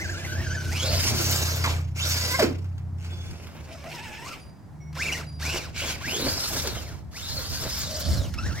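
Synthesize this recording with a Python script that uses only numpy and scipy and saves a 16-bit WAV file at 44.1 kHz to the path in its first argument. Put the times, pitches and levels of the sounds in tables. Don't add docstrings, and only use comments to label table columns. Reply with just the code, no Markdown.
import sys
import numpy as np
from scipy import signal
from scipy.fft import rfft, irfft, next_fast_len
from scipy.io import wavfile
from scipy.ndimage import uniform_filter1d, map_coordinates

SR = 44100
rng = np.random.default_rng(int(sys.argv[2]) if len(sys.argv) > 2 else 0)


def wav_out(sig):
    wavfile.write(sys.argv[1], SR, np.round(np.clip(np.atleast_2d(sig).T, -1, 1) * 32767).astype(np.int16))


N = 379260
TIME = np.arange(N) / SR

# start_s, held_s, aimed_tooth_hz, spin_up_s, coast_s, rasp_db, whine_db, tyre_db
THROTTLE = [(-0.28, 0.98, 1511, 0.029, 0.07, -32.5, 3.5, -5.0),
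            (0.641, 0.912, 6681.34, 0.241, 0.291, -30.5, -2, -8.5),
            (1.948, 0.478, 5099, 0.07, 0.104, -33.5, -1.5, -7.5),
            (2.973, 0.832, 445.427, 0.106, 0.209, -29, -22, -4),
            (3.585, 0.76, 994.384, 0.274, 0.118, -34.5, -0.5, -2.0),
            (4.942, 0.24, 2100.84, 0.044, 0.086, -31.5, 3.5, -4),
            (5.39, 0.19, 2992, 0.049, 0.149, -29.5, -2.0, -4.5),
            (5.74, 0.192, 3103, 0.03, 0.086, -30, -7, -6.5),
            (5.974, 0.616, 5916, 0.213, 0.447, -31.5, -1.5, -6),
            (7.107, 1.051, 4504, 0.08, 0.29, -37.5, -2, -7),
            (8.344, 0.308, 1442, 0.017, 0.086, -37, 3, 1.5)]
# centre_s, width_s, speed_share
FLARES = [(.024, .018, .35), (.11, .012, .2), (0.151, .01, -.1), (0.199, .02, .18), (.253, .012, .35),
          (0.411, .032, .23), (0.548, .012, .16), (.83, .012, -.09), (1.335, .025, .2), (2.093, .025, .33),
          (3.732, .025, .57), (3.946, .025, .38), (4.04, .024, .18), (4.309, .033, .48), (5.033, .016, .45),
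          (5.08, .01, .33), (5.131, .009, .42), (5.152, .008, -.13), (5.875, .025, .1), (6.31, .012, .12),
          (7.51, .022, .09), (7.625, .018, .26), (7.659, .01, -.12), (7.699, .008, .1), (7.746, .011, .22),
          (7.79, .013, .2), (7.87, .014, -.2), (7.94, .01, -.14), (7.967, .012, .24), (8.011, .012, .27),
          (8.04, .01, -.26), (8.475, .017, .3), (8.519, .012, -.1), (8.588, .024, .37)]
# time_s, gain_db
TRACTION = [(.65, -1.5), (1.08, -1), (1.2, 0), (1.36, -0.5), (1.55, -6), (1.72, 6), (2.05, 3), (2.4, 1.5),
            (2.95, 5), (3.17, -0.5), (3.58, -7), (3.95, 0.5), (4.3, 1.5), (5, 1), (6.05, 0), (6.42, -0.5),
            (6.6, -2.5), (7.15, -1), (7.7, 2.5), (8.3, 0)]
# tooth_hz, gain_db
WHINE_RANGE = [(100, -50), (450, -3), (700, -1), (4500, 1), (6500, -8)]
# frequency_hz, gain_db
GEARBOX = [(300, 5), (900, -5), (1700, -1.5), (2650, 1), (3500, -15), (5200, 4.5), (6800, 8), (8500, -6),
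           (16000, -9)]
# frequency_hz, gain_db
CHASSIS = [(500, -23), (1000, -6), (1500, -0.5), (2400, -8), (3400, 0), (5200, 3), (6700, -1.5), (8200, -6),
           (9700, -10), (12000, -9.5), (16000, -18.5)]
# pitch_hz, width_hz, gain_db
CASING_MODES = [(5400, 470, 5), (6680, 540, 3.5)]
SHELL_MODES = [(1483, 288, -14.5), (2478, 1200, -3)]
# time_s, gain_db
FACING = [(3, -9), (3.7, -11), (4.15, -2), (5, -18), (5.9, -4.5), (7.3, -34), (8.6, -34)]
# multiple, gain_db
SHAFT_ORDERS = [(1, -1), (2, 5.5), (3, 5), (4, 9), (5, -14)]
# time_s, level_db
FREE_SPIN = [(1.9, -49), (2.1, -48), (2.27, -42), (2.34, -30.5), (2.5, -49), (6, -83), (6.45, -62),
             (7, -80)]
# frequency_hz, gain_db
TYRES = [(80, -1.5), (170, -2.5), (400, -2), (580, 1), (850, -5), (1300, -8.5), (2200, -11.5),
         (6000, -28.5)]
SPRAY = [(1500, -6), (4000, -13), (7500, 0.5), (9700, -10), (12000, 2), (16000, -2.5)]
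# pitch_hz, width_hz, gain_db
RAMP_MODES = [(234.4, 37, -4), (329, 102, -2.5)]
# time_s, gain_db
ON_RAMP = [(.9, -2), (1.2, 0), (1.6, -31), (2.45, -3.5), (5.9, -14.5), (6.25, -3.5), (6.8, -51)]
# time_s, pitch_hz, level_db
ENGINE = [(0, 90, -40), (.2, 89, -30), (.9, 87, -27.5), (1.7, 85, -25), (2.5, 88, -30), (3.15, 87, -31.5),
          (3.4, 82, -43), (3.8, 74, -46), (4.5, 76, -60), (4.9, 77, -40), (5.5, 77, -35), (6, 76, -50),
          (8.6, 76, -53)]
# multiple, gain_db
ENGINE_ORDERS = [(1, 0), (11 / 8, -8.5), (14 / 8, -12.5), (17 / 8, -28.5)]
# time_s, level_db
ENGINE_OCTAVE = [(0, -63), (3.4, -47.5), (3.8, -48.5), (4.5, -62), (4.9, -36.5), (5.4, -40.5), (6, -47),
                 (8.6, -63)]
# frequency_hz, gain_db
YARD = [(20, -43), (70, 5.5), (150, 2), (300, -9), (500, -18), (780, -14.5), (1300, -23.5), (1900, -26.5),
        (2800, -38.5), (6000, -38), (16000, -48)]
WIND_RUMBLE = [(12, -46), (20, -26), (76, 3.5), (300, -19.5), (390, -28), (660, -120)]
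# time_s, level_db
BREEZE = [(0, -39), (1, -33), (2.5, -52), (3.3, -39.5), (3.7, -61), (4.6, -60), (5.4, -45.5), (6.6, -36.5),
          (7.1, -40.5), (7.5, -35), (7.98, -39.5), (8.1, -22), (8.35, -32.5), (8.6, -28.5)]
# start_s, level_db, thump_db
KNOCKS = [(0.2624, -34, -6), (1.6407, -16, -0.5), (1.6613, -19, -6), (2.3941, -19, 4), (2.423, -20.5, 3.5),
          (2.6435, -43, -1), (2.7802, -40, -5.5), (3.0463, -36, -3.5), (3.31, -33, -12), (3.47, -37, -1),
          (3.567, -44.5, 3), (3.84, -40.5, 3.5), (4.929, -40, -4), (4.9533, -39, 3), (5.3976, -33, -6),
          (6.6729, -13, -16), (6.75, -29, -4), (6.891, -34, -15), (8.3397, -26, -11)]
# frequency_hz, gain_db
THUMP = [(70, -27), (170, -4.5), (260, -15), (600, -19), (1200, -9), (2500, -10.5), (8000, -32)]
# start_s, length_s, start_hz, end_hz, level_db
SCRUBS = [(.82, 0.16, 492, 643, -36), (1.638, 0.044, 1313, 793, -32.5), (2.39, 0.066, 779, 168, -22),
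          (2.44, .09, 421, 240, -34.5), (3.701, 0.066, 691, 647, -47.5), (3.841, 0.061, 647, 682, -44),
          (5.818, .06, 539, 582, -40.5), (6.13, 0.16, 401, 522.5, -36.5), (6.223, 0.068, 282, 238, -33.5),
          (6.64, 0.059, 567, 333, -37), (7.34, 0.082, 683, 434, -45), (7.85, 0.41, 620, 567, -42.5)]
# start_s, held_s, level_db
CRUNCHES = [(1.05, 0.38, -32), (1.645, 0.046, -27.5), (2.406, 0.02, -18.5), (3.484, 0.0075, -42),
            (4.452, 0.0079, -46.5), (5.84, 0.044, -34), (6.211, 0.062, -30), (6.65, .012, -30.5),
            (7.63, 0.037, -31)]
# start_s, held_s, pitch_hz, level_db
SQUEAKS = [(3.104, .11, 3444, -49), (4.398, .05, 4823, -57), (4.398, 0.049, 9060, -66),
           (4.396, 0.055, 10510, -65), (4.803, 0.069, 2202, -60.5), (4.805, 0.061, 5700, -62.5),
           (5.267, .085, 4829, -49.5), (5.266, 0.08, 10740, -64)]
# time_s, left_lag_us
BEARING = [(0, -150), (.7, 3.5), (1.15, 122), (1.5, 159), (3.2, 129), (3.9, 8), (5.3, 17), (5.9, 52),
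           (6.4, 85), (6.9, 68), (7.5, 80), (8, 40), (8.6, -66)]

SWITCH_HZ, TOP_HZ = 8050, 15850
REFERENCE_HZ, REST_HZ = 3000, 30
RASP_DB_PER_OCTAVE, WHINE_DB_PER_OCTAVE, TYRE_DB_PER_OCTAVE = 6, 5, 4.5
LOAD_DB, WHINE_LOAD_DB = 2.5, 2.5
COAST_DB, WHINE_COAST_DB = -2, -2.5
RASP_FLARE_DB, WHINE_FLARE_DB = 2, 4.5
RASP_SLACK_DB, WHINE_SLACK_DB, TAKE_UP_S = -1, -13, 0.013
RASP_FADE_DB, WHINE_FADE_DB = -7.5, -8.5
UNSETTLED_DB, SING_AFTER_S = -12, .035
JOLT_DB, JOLTS_PER_S = 1.0, 21
WHINE_FLICKER_DB, FLICKERS_PER_S = 2, 35
HUNT_SHARE, HUNTS_PER_S = .02, 32
BLEND_S = 0.004
SETTLE_DB, SETTLE_S = -14, 0.048
CRUNCH_RISE_DB_PER_S, CRUNCH_FALL_DB_PER_S = 1506, 213


def amp(db):
    return 10 ** (np.asarray(db) / 20)


def unit(x):
    return x / np.sqrt(np.mean(x ** 2) + 1e-20)


def along(points, hz):
    point_hz, values = np.transpose(points)
    return np.interp(np.log(np.abs(hz) + 1), np.log(point_hz + 1), values)


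def curves(rows):
    time_s, *columns = np.transpose(rows)
    return [np.interp(TIME, time_s, column) for column in columns]


def wobble(rate):
    return map_coordinates(rng.standard_normal(int(N * rate / SR) + 4), [TIME * rate], mode="nearest")


def phase_of(hz):
    return 2 * np.pi * np.cumsum(hz) / SR


def filtered(x, response):
    size = next_fast_len(N + SR // 2)
    return irfft(rfft(x, size) * response(np.fft.rfftfreq(size, 1 / SR)), size)[..., :N]


def coloured(x, spectrum):
    return filtered(x, lambda hz: unit(amp(along(spectrum, hz))))


def scattered(apart):
    return unit(rng.standard_normal(N) + apart * rng.standard_normal((2, N)))


def grains(per_s, spread_db):
    hit = rng.random(N) < per_s / SR
    return unit(hit * rng.choice([-1, 1], N) * amp(spread_db * np.minimum(rng.exponential(size=N), 4)))


def add(track, start_s, sound):
    part = track[max(round(start_s * SR), 0):][:len(sound)]
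    part += sound[:len(part)]


def drive():
    start, held, aim_hz, spin_up, coast, *levels = np.transpose(THROTTLE)[:, :, None]
    age = np.maximum(TIME - start, 0)
    loads = np.exp(-np.minimum(age, held) / spin_up)
    coasted = np.clip((age - held) / coast, 0, 1)
    rates = aim_hz * (1 - loads) * (1 - coasted)
    pull = rates.argmax(axis=0)
    ruling = lambda x: np.broadcast_to(x, rates.shape)[pull, np.arange(N)]
    eased = lambda x: uniform_filter1d(ruling(x) * 1.0, int(BLEND_S * SR))
    flare = sum(share * np.exp(-.5 * ((TIME - s) / width) ** 2) for s, width, share in FLARES)
    hunt = HUNT_SHARE * np.sqrt(np.maximum(ruling(loads), ruling(coasted))) * wobble(HUNTS_PER_S)
    tooth_hz = np.maximum(ruling(rates), REST_HZ) * (1 + flare) * (1 + hunt)

    octaves = np.log2(tooth_hz / REFERENCE_HZ)
    slack = np.exp(-ruling(age) / TAKE_UP_S)
    unsettled = np.exp(-(ruling(age) / SING_AFTER_S) ** 2)
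    load, coasting, spent = eased(loads), eased(age > held), eased(coasted)
    pull_db, sing_db, grip_db = [eased(db) for db in levels]
    effort_db = pull_db + curves(TRACTION)[0] + LOAD_DB * load + COAST_DB * coasting
    rasp_db = (effort_db + RASP_DB_PER_OCTAVE * octaves + RASP_FLARE_DB * flare
               + RASP_SLACK_DB * slack + RASP_FADE_DB * spent + JOLT_DB * wobble(JOLTS_PER_S))
    whine_db = (effort_db + sing_db + WHINE_DB_PER_OCTAVE * octaves + along(WHINE_RANGE, tooth_hz)
                + WHINE_SLACK_DB * slack + UNSETTLED_DB * unsettled + WHINE_LOAD_DB * load
                + WHINE_COAST_DB * coasting + WHINE_FADE_DB * spent
                + WHINE_FLARE_DB * flare + WHINE_FLICKER_DB * wobble(FLICKERS_PER_S))
    rolling_db = pull_db + grip_db + TYRE_DB_PER_OCTAVE * octaves
    return tooth_hz, whine_db, after_rattle(rasp_db), rolling_db


def after_rattle(rasp_db):
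    keep = np.exp(-1 / (SETTLE_S * SR))
    power = amp(rasp_db) ** 2
    tail = signal.lfilter([1 - keep], [1, -keep], power)
    return 10 * np.log10(power + amp(SETTLE_DB) ** 2 * tail)


def gears(tooth_hz, whine_db, rasp_db):
    speed = tooth_hz / tooth_hz.max()
    mesh = phase_of(tooth_hz * (1 + (.01 + .025 * speed) * wobble(70)))
    shaft = mesh / 10
    force = scattered(apart=0.81) + 0.38 * grains(2500, spread_db=4.0)
    strikes = unit(force * (1 + 0.61 * np.cos(mesh)) * (1 + 0.1 * np.cos(shaft)))
    rattle = amp(-4.5) * coloured(ragged(strikes), CHASSIS) + amp(-24) * ringing(strikes, CASING_MODES)
    shell_db = curves(FACING)[0] + 2 - 18 * speed
    rattle += amp(shell_db) * ringing(strikes, SHELL_MODES)
    rasp = amp(rasp_db + 1.58 * wobble(70)) * rattle
    buzz = unit(sum(amp(db) * np.sin(k * shaft) for k, db in SHAFT_ORDERS))
    switching = amp(whine_db - 12 - 60 * speed + 3.5 * wobble(25)) * np.sin(2 * np.pi * SWITCH_HZ * TIME)
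    song = amp(whine_db - 3) * whine(tooth_hz, mesh, speed)
    return song + rasp + amp(curves(FREE_SPIN)[0] + 2.64 * wobble(60)) * buzz + switching


def ragged(x):
    spectra = signal.stft(x, nperseg=512)[2]
    patches = uniform_filter1d(rng.standard_normal(spectra.shape[1:]), 3, axis=0)
    patches = uniform_filter1d(patches, 6, axis=1)
    return unit(signal.istft(spectra * amp(3.2 * unit(patches)), nperseg=512)[1][:, :N])


def ringing(x, modes):
    def band(hz, width):
        return unit(filtered(x, lambda f: (1j * f * width / (hz * hz - f * f + 1j * f * width)) ** 2))
    return unit(sum(amp(db + 2.5 * wobble(40)) * band(hz, width) for hz, width, db in modes))


def whine(tooth_hz, mesh, speed):
    rough = .55 + .42 * speed
    teeth = mesh / (2 * np.pi)
    out = np.zeros(N)
    for k in range(1, 5):
        knots = rng.standard_normal((2, int(teeth[-1]) + 4))
        sine_gain, cosine_gain = [map_coordinates(row, [teeth * k ** .5 / 5]) for row in knots]
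        smear = (sine_gain * np.sin(k * mesh) + cosine_gain * np.cos(k * mesh)) / np.sqrt(2)
        tone = np.sqrt(1 - rough ** 2) * np.sin(k * mesh) + rough * smear
        falloff_db = (k > 1) * (5 - 56 * speed) - 3.53 * (k - 1)
        colour_db = along(GEARBOX, k * tooth_hz) - along(GEARBOX, tooth_hz)
        out += amp(falloff_db + colour_db) * (k * tooth_hz < TOP_HZ) * tone
    return unit(out * amp(3.3 * wobble(100)))


def tyres(tooth_hz, rasp_db, tyre_db):
    patter = coloured(unit(scattered(apart=0.7) + grains(250, spread_db=2.0)), TYRES)
    roll_db = tyre_db - 6.5 + 2.6 * wobble(40)
    drumming = amp(curves(ON_RAMP)[0]) * ringing(scattered(apart=0.16), RAMP_MODES)
    grit = ragged(scattered(apart=3.6) + 0.5 * grains(1500, spread_db=4.0))
    spray_db = rasp_db - 25.5 + 19 * tooth_hz / tooth_hz.max() + 2.7 * wobble(60)
    return amp(roll_db) * (patter + drumming) + amp(spray_db) * coloured(grit, SPRAY)


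def far_engine():
    pitch_hz, level_db = curves(ENGINE)
    angle = phase_of(pitch_hz * (1 + .014 * wobble(9)))
    drone = sum(amp(level_db + db + 1.8 * wobble(11)) * np.sin(k * angle) for k, db in ENGINE_ORDERS)
    return drone + amp(curves(ENGINE_OCTAVE)[0] + 1.1 * wobble(3.3)) * np.sin(2 * angle)


def neighbourhood():
    return amp(-45.5) * coloured(scattered(apart=1.0), YARD)


def breeze():
    lumps_db = 2.4 * np.array([wobble(16), wobble(16)]) + 2.2 * wobble(15)
    return amp(curves(BREEZE)[0] - 0.5 + lumps_db) * coloured(scattered(apart=0.96), WIND_RUMBLE)


def knocks():
    clack, thump, t = np.zeros(N), np.zeros(N), np.arange(SR // 3) / SR
    for start_s, db, thump_db in KNOCKS:
        add(clack, start_s, amp(db - 10 - 60 * t / 0.039) * rng.standard_normal(len(t)))
        add(thump, start_s, amp(db + thump_db - 6.5 - 60 * t / 0.14) * rng.standard_normal(len(t)))
    return coloured(clack, CHASSIS) + coloured(thump, THUMP)


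def scrubs():
    out, unevenness = np.zeros(N), wobble(350)
    for start_s, length_s, start_hz, end_hz, db in SCRUBS:
        progress = np.linspace(0, 1, int(length_s * SR))
        glide_hz = start_hz + (end_hz - start_hz) * progress
        angle = phase_of(glide_hz * (1 + 0.0895 * unevenness[round(start_s * SR):][:len(progress)]))
        growl = np.sin(angle) + 0.11 * np.sin(2 * angle) + 0.036 * np.sin(3 * angle)
        add(out, start_s, amp(db + 3.5) * np.abs(np.sin(np.pi * progress)) ** 0.21 * growl)
    return out * (1 + 0.62 * wobble(250))


def crunches(rolling_db):
    power = amp(rolling_db) ** 2
    for start_s, held_s, db in CRUNCHES:
        rise_db = CRUNCH_RISE_DB_PER_S * np.maximum(start_s - TIME, 0)
        fall_db = CRUNCH_FALL_DB_PER_S * np.maximum(TIME - start_s - held_s, 0)
        power += amp(db - rise_db - fall_db) ** 2
    return 10 * np.log10(power)


def squeaks():
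    out, t = np.zeros(N), np.arange(SR // 2) / SR
    attack = 1 - np.exp(-t / .002)
    flutter = 1 + .4 * np.sin(2 * np.pi * t / .08)
    for start_s, held_s, pitch_hz, db in SQUEAKS:
        ring_s = np.interp(pitch_hz, [4000, 10000], [.65, .35])
        fade_db = -60 * np.maximum(t - held_s, 0) / ring_s
        add(out, start_s, amp(db + fade_db) * flutter * attack * np.sin(2 * np.pi * pitch_hz * t))
    return out * amp(2 * wobble(70))


def microphones(pair):
    lag_samples = curves(BEARING)[0] * SR / 1e6
    return np.array([map_coordinates(x, [np.arange(N) + side * lag_samples / 2], order=5)
                     for x, side in zip(pair, (-1, 1))])


def echoes(pair):
    hz, t, spectra = signal.stft(rng.standard_normal((2, SR // 2)), SR, nperseg=256)
    decay_s = along([(200, 0.43), (4000, 0.25), (14000, 0.055)], hz)
    wash = signal.istft(spectra * amp(-60 * t / decay_s[:, None]), SR, nperseg=256)[1]
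    answer = amp(-11) * wash / np.linalg.norm(wash[0])
    answer[:, round(.077 * SR)] += amp(-34.5)
    return signal.fftconvolve(pair, answer, axes=1)[:, :N]


def scene():
    tooth_hz, whine_db, rasp_db, rolling_db = drive()
    truck = gears(tooth_hz, whine_db, rasp_db) + tyres(tooth_hz, rasp_db, crunches(rolling_db))
    truck = truck + scrubs() + knocks() + squeaks()
    yard = microphones(truck) + echoes(truck) + far_engine() + neighbourhood() + breeze()
    return yard * amp([[-.3], [.3]])


def record(dry):
    return filtered(dry, lambda hz: hz < TOP_HZ)


dry = scene()
out = record(dry)
wav_out(out)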